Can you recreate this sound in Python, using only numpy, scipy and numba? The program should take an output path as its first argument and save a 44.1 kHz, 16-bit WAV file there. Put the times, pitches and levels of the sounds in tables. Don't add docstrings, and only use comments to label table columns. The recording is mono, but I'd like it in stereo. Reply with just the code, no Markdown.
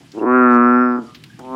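import sys
import numpy as np
from scipy import signal
from scipy.fft import rfft, irfft, next_fast_len
from scipy.io import wavfile
from scipy.ndimage import uniform_filter1d
from numba import njit

SR = 44100
rng = np.random.default_rng(int(sys.argv[2]) if len(sys.argv) > 2 else 0)


def undo_db(level):
    steps = np.asarray(level, float) / 20
    return 10 ** steps


def persist_wave(psi):
    counts = np.round(np.clip(psi, -1, 1) * 32767).astype(np.int16)
    wavfile.write(sys.argv[1], SR, np.atleast_2d(counts).T)


N = 68355

# time in seconds, pulse rate in Hz, level in dB,
# brightness as pulse cut-off in Hz, sac resonance in Hz, mouth resonance in Hz.
BELLOW_ROWS = [
    (.128, 95.9, -35.5, 291.5, 337.5, 905),
    (.16, 103.3, -26.5, 350, 344, 892),
    (.235, 111.1, -15, 643, 353.4, 957),
    (.27, 123.3, -12, 852, 297.5, 1017),
    (.35, 126.7, -9, 1353, 296, 1305),
    (.58, 120.8, -9, 1390, 243.5, 1240),
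    (.82, 124.4, -12, 1204, 245.6, 1314),
    (.955, 122.1, -18, 825, 261, 1250),
    (1.03, 115.4, -30.5, 360, 248, 1316),
]


def rms_one(x):
    return x / np.sqrt(np.mean(x ** 2) + 1e-20)


def at_hz(points, hz):
    points = np.array(points)
    return np.interp(np.log(hz), np.log(points[:, 0]), points[:, 1])


def slow(x, rate_hz):
    r = np.exp(-2 * np.pi * rate_hz / SR)
    return signal.lfilter([(1 - r) ** 2], [1, -2 * r, r * r], x)


def butter(x, hz, kind, order=2):
    return signal.sosfilt(signal.butter(order, hz, kind, fs=SR, output="sos"), x)


@njit
def moving_peak(x, cos_w, r):
    y = np.zeros(len(x))
    for i in range(2, len(x)):
        drive = (1 - r * r) / 2 * (x[i] - x[i - 2])
        y[i] = drive + 2 * r * cos_w[i] * y[i - 1] - r * r * y[i - 2]
    return y


def peak(x, hz, width_hz):
    cos_w = np.cos(2 * np.pi * hz / SR) + np.zeros(len(x))
    return moving_peak(x, cos_w, np.exp(-np.pi * width_hz / SR))


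def double_peak(x, hz, width_hz):
    return peak(peak(x, hz, width_hz), hz, width_hz)


def narrow_hiss(hz, width_hz, db):
    return undo_db(db) * rms_one(double_peak(rng.standard_normal(N), hz, width_hz))


def colour(x, bells):
    for hz, width_hz, db in bells:
        g, a, c = undo_db(db / 2), np.pi * width_hz / SR, -2 * np.cos(2 * np.pi * hz / SR)
        x = signal.lfilter([1 + a * g, c, 1 - a * g], [1 + a / g, c, 1 - a / g], x)
    return x


def later(x, delay_s):
    return np.interp(np.arange(N) - delay_s * SR, np.arange(N), x, left=0)


def night():
    # frequency in Hz, level in dB.
    spectrum = [(40, -25.5), (140, 3), (270, -2), (500, -25), (1200, -19), (2900, -17), (8000, -25),
                (15000, -41.5)]
    # frequency in Hz, correlation 0-1.
    likeness = [(100, 1), (400, 0.62), (1500, 0.47), (5000, 0)]
    night_db, patchy_db, patch_rate_hz = -45.5, 2, 15
    out = 0
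    edges_hz = 30 * 2 ** np.arange(0, 9.1, .5)
    white = rng.standard_normal((2, 2, N))
    for k, (low_hz, high_hz) in enumerate(zip(edges_hz, edges_hz[1:])):
        mid, side = butter(white[k % 2], [low_hz, high_hz], "band")
        hz = np.sqrt(low_hz * high_hz)
        alike = np.clip(at_hz(likeness, hz), 0, 1)
        patches = rms_one(slow(rng.standard_normal(N), patch_rate_hz))
        gain = undo_db(at_hz(spectrum, hz) + patchy_db * patches)
        out = out + gain * (np.sqrt(1 + alike) * mid + np.sqrt(1 - alike) * side * [[1], [-1]])
    return undo_db(night_db) * rms_one(out)


def insects():
    # centre in Hz, width in Hz, level in dB.
    bands = [(3040, 300, -62.5)]
    return np.array([sum(narrow_hiss(*row) for row in bands) for _ in range(2)])


def drone():
    return narrow_hiss(147, width_hz=40, db=-55.5)


def drips():
    # start in seconds, peak in dB, pitch in Hz, T60 in seconds.
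    bubbles = [
        (.191, -26, 2700, .028),
        (1.065, -33, 4650, .025),
        (1.299, -33, 1600, .045),
        (1.328, -39, 1650, .06),
        (1.408, -46, 3100, .05),
    ]
    rise_s, side_phase = .005, np.array([[-.9], [0]])
    out, t = np.zeros((2, N + SR)), np.arange(SR // 5) / SR
    for start_s, db, hz, t60_s in bubbles:
        bubble = np.sin(2 * np.pi * hz * (t + 0.67 * t * t) + side_phase)
        bubble = bubble * np.minimum(t / rise_s, 1) ** 2
        first = int(start_s * SR)
        out[:, first:first + len(t)] += bubble * undo_db(db - 60 * t / t60_s)
    return out[:, :N]


def ticks():
    # start in seconds, peak in dB, centre in Hz, T60 in seconds.
    hits = [
        (.1176, -39, 4200, .07),
        (1.1468, -34, 3100, .11),
        (1.2381, -29, 2900, .035),
        (1.3922, -40, 5500, .025),
        (1.3925, -34, 1000, .04),
        (1.4496, -46, 3000, .04),
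        (1.258, -48, 2800, .15),
        (1.238, -40, 7000, .025),
    ]
    spread, edge_db, rise_s = 1.6, -14, .0005
    out, t = np.zeros((2, N + SR)), np.arange(SR // 5) / SR
    for start_s, db, hz, t60_s in hits:
        spray = rng.standard_normal((2, len(t)))
        spray = spray + spray.mean(0)
        body = rms_one(butter(spray, [hz / spread, hz * spread], "band"))
        burst = body + undo_db(edge_db) * butter(spray, hz, "high")
        first = int(start_s * SR)
        out[:, first:first + len(t)] += burst * undo_db(db - 3 - 60 * t / t60_s) * np.minimum(t / rise_s, 1)
    return out[:, :N]


def level_db(rows):
    release_db_per_s = 300
    table, t = np.array(rows), np.arange(N) / SR
    s, db = table[:, 0], table[:, 2]
    return np.interp(t, s, db, left=-120) - release_db_per_s * np.maximum(t - s[-1], 0)


def larynx(rate_hz, bright_hz):
    # time in seconds, roughness 0-1.
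    roughness = [
        (.235, .55),
        (.27, .008),
        (.955, .008),
        (.975, .4),
        (1.06, .3),
        (1.08, .05),
        (1.3, .05),
        (1.38, .6),
        (1.42, .4),
        (1.455, .02),
    ]
    rough = np.interp(np.arange(N) / SR, *np.transpose(roughness))
    turns = np.cumsum(rate_hz) / SR
    chance = rng.standard_normal((2, 400))
    time_wobble, size_wobble = [np.interp(turns + .5, np.arange(400), c) for c in chance]
    phase = 2 * np.pi * (turns + .3 * rough * np.tanh(time_wobble))
    pulses = sum(np.exp(-(k * rate_hz / bright_hz)) * np.cos(k * phase) for k in range(1, 30))
    return -pulses * undo_db(7 * rough * size_wobble), phase


def frog(rows, high_cut_hz):
    sac_width_hz, mouth_width_hz, mouth_db, flat_db, low_cut_hz = 83, 160, 3.5, -18, 220
    first_db, breath_db, breath_hz = -34, -33, 420
    s, *columns = np.transpose(rows)
    rate_hz, _, bright_hz, sac_hz, mouth_hz = [np.interp(np.arange(N) / SR, s, c) for c in columns]
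    pulses, phase = larynx(rate_hz, bright_hz)
    sac = peak(pulses, sac_hz, sac_width_hz)
    mouth = undo_db(mouth_db) * peak(pulses, mouth_hz, mouth_width_hz)
    voice = sac - mouth + undo_db(flat_db) * pulses
    voice = butter(butter(voice, low_cut_hz, "high", order=8), high_cut_hz, "low", order=6)
    even = np.sqrt(uniform_filter1d(voice ** 2, size=2600) + 1e-9)
    breath = rms_one(butter(rng.standard_normal(N), [breath_hz / 2, breath_hz * 1.5], "band"))
    voice = voice / even + undo_db(first_db) * np.cos(phase) + undo_db(breath_db) * breath
    return voice * slow(undo_db(level_db(rows)), 85)


def distant_throb():
    rows = [
        (1.06, 119.9, -46, 2500, 250, 1240),
        (1.09, 121, -38.5, 2500, 256, 1235),
        (1.15, 121, -50, 2320, 234, 1184),
        (1.18, 118, -78, 2500, 250, 1200),
    ]
    return peak(frog(rows, 1300), 1240, 170)


def far_frogs():
    earlier = [
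        (0, 132.6, -52.5, 710, 275, 797),
        (.045, 124.5, -55, 600, 258, 760),
        (.08, 125, -93.5, 494, 260, 760),
    ]
    neighbour = [
        (1.385, 123.2, -39.5, 502, 300, 821),
        (1.42, 123.6, -38.5, 648, 269, 820),
        (1.46, 128.1, -34.5, 835, 286, 856),
        (1.55, 130.6, -23, 1054, 274, 1053),
    ]
    return frog(neighbour, 1500) + frog(earlier, 1500)


def wall_echoes(far):
    # delay in seconds, gain.
    walls = [
        [(.0031, 0.3), (.0052, -0.4)],
        [(.0024, 0.44), (.0059, 0.27)],
    ]
    return np.array([far + sum(gain * later(far, delay_s) for delay_s, gain in side) for side in walls])


def drain(x):
    drain_db, t60_low_s, cut_hz = -24, .55, 2500
    size = next_fast_len(2 * N)
    hz = np.arange(size // 2 + 1) * SR / size
    t60_s = t60_low_s / (1 + (hz / cut_hz) ** 2)
    out = np.zeros((2, len(hz)), complex)
    for k, lag_s in enumerate(rng.uniform(.011, .045, 16)):
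        loop = undo_db(-60 * lag_s / t60_s) * np.exp(-2j * np.pi * hz * lag_s)
        out[k % 2] += (-1) ** (k // 2) * loop / (1 - loop)
    shared = np.exp(-(hz / 500) ** 2)
    out = out * (1 - shared) + out[0] * shared
    return undo_db(drain_db) * irfft(out * rfft(x, size), size)[:, :N]


def pipe(near):
    # mode in Hz, width in Hz, level in dB.
    modes = [(239, 2.2, -17), (253, 2.5, -15), (440, 6, -8), (860, 6, -8)]
    return sum(undo_db(db) * peak(near, hz, width_hz) for hz, width_hz, db in modes)


def rumble():
    return narrow_hiss(46, width_hz=7.3, db=-45) * slow(undo_db(level_db(BELLOW_ROWS)), 20)


def rasps(near):
    # start in seconds, end in seconds, centre in Hz, width in Hz, level in dB.
    buzzes = [
        (.49, .565, 3600, 900, -58),
        (.56, 1.05, 4900, 600, -65),
        (.58, .98, 5400, 200, -65),
        (.24, .5, 6000, 250, -76),
    ]
    t, band = np.arange(N) / SR, butter(near, [900, 1900], "band")
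    tips = np.maximum(band / np.sqrt(uniform_filter1d(band ** 2, size=1400) + 1e-7) - 1.6, 0)
    out = np.zeros((2, N))
    for start_s, end_s, hz, width_hz, db in buzzes:
        fade = np.clip(np.minimum(t - start_s, end_s - t) / (end_s - start_s) * 6.0, 0, 1)
        buzz = double_peak(butter(tips, hz * .8, "high", order=6), hz, width_hz) * fade
        rms = np.sqrt(np.sum(buzz ** 2) / np.sum(fade ** 2))
        out += undo_db(db) * buzz / rms * undo_db([[2], [-2]])
    return out


def smear(x):
    # centre in Hz, width in Hz.
    sections = [(680, 110), (930, 130)]
    for hz, width_hz in sections:
        r = np.exp(-np.pi * width_hz / SR)
        a = [1, -2 * r * np.cos(2 * np.pi * hz / SR), r * r]
        x = signal.lfilter(a[::-1], a, x)
    return x


def ducking():
    duck_db, from_db, span_db = -10, -26, 12
    loud = slow(np.clip((level_db(BELLOW_ROWS) - from_db) / span_db, 0, 1), 10)
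    return undo_db(duck_db * loud)


def through_grating(near):
    # centre in Hz, width in Hz, level in dB.
    left_drain = [(590, 230, -1), (884, 33, -12.5), (1220, 62, 2.5), (1420, 270, 0.5), (1733, 100, 14),
                  (1970, 300, -7.5), (2470, 200, 7.5)]
    right_drain = [(586, 114, -7.5), (857, 280, -7.5), (1325, 91, 0), (1346.6, 99, 11), (1860, 53, 4.5),
                   (1810, 150, 4.5), (2760, 560, -9)]
    # centre in Hz, width in Hz, level in dB.
    left_more_colour = [(495, 90, -5), (860, 80, -10), (1235, 90, -4), (1355, 90, 4), (2280, 220, -9)]
    right_more_colour = [(617, 70, -7), (990, 90, -3), (1225, 80, -6), (1355, 90, -2)]
    left = colour(colour(later(near, .00012), left_drain), left_more_colour)
    right = colour(colour(near, right_drain), right_more_colour)
    return np.array([left, right])


def bellow():
    return smear(frog(BELLOW_ROWS, 2550))


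def scene():
    near, far = bellow(), far_frogs()
    frogs = through_grating(near) + wall_echoes(far) + distant_throb()
    small = ticks() + drips()
    song = insects()
    low = rumble() + drone()
    wet = drain(near + far + small.mean(0)) + pipe(near)
    background = (night() + song) * ducking() + low
    return background + small + frogs + rasps(near) + wet


def top_cut(x):
    return signal.sosfilt(signal.butter(12, 15800, fs=SR, output="sos"), x)


def record(dry):
    ceiling, knee = .999, .92
    room = ceiling - knee
    held = np.clip(dry, -knee, knee)
    mix = held + room * np.tanh((dry - held) / room)
    return top_cut(mix)


dry = scene()
out = record(dry)
persist_wave(out)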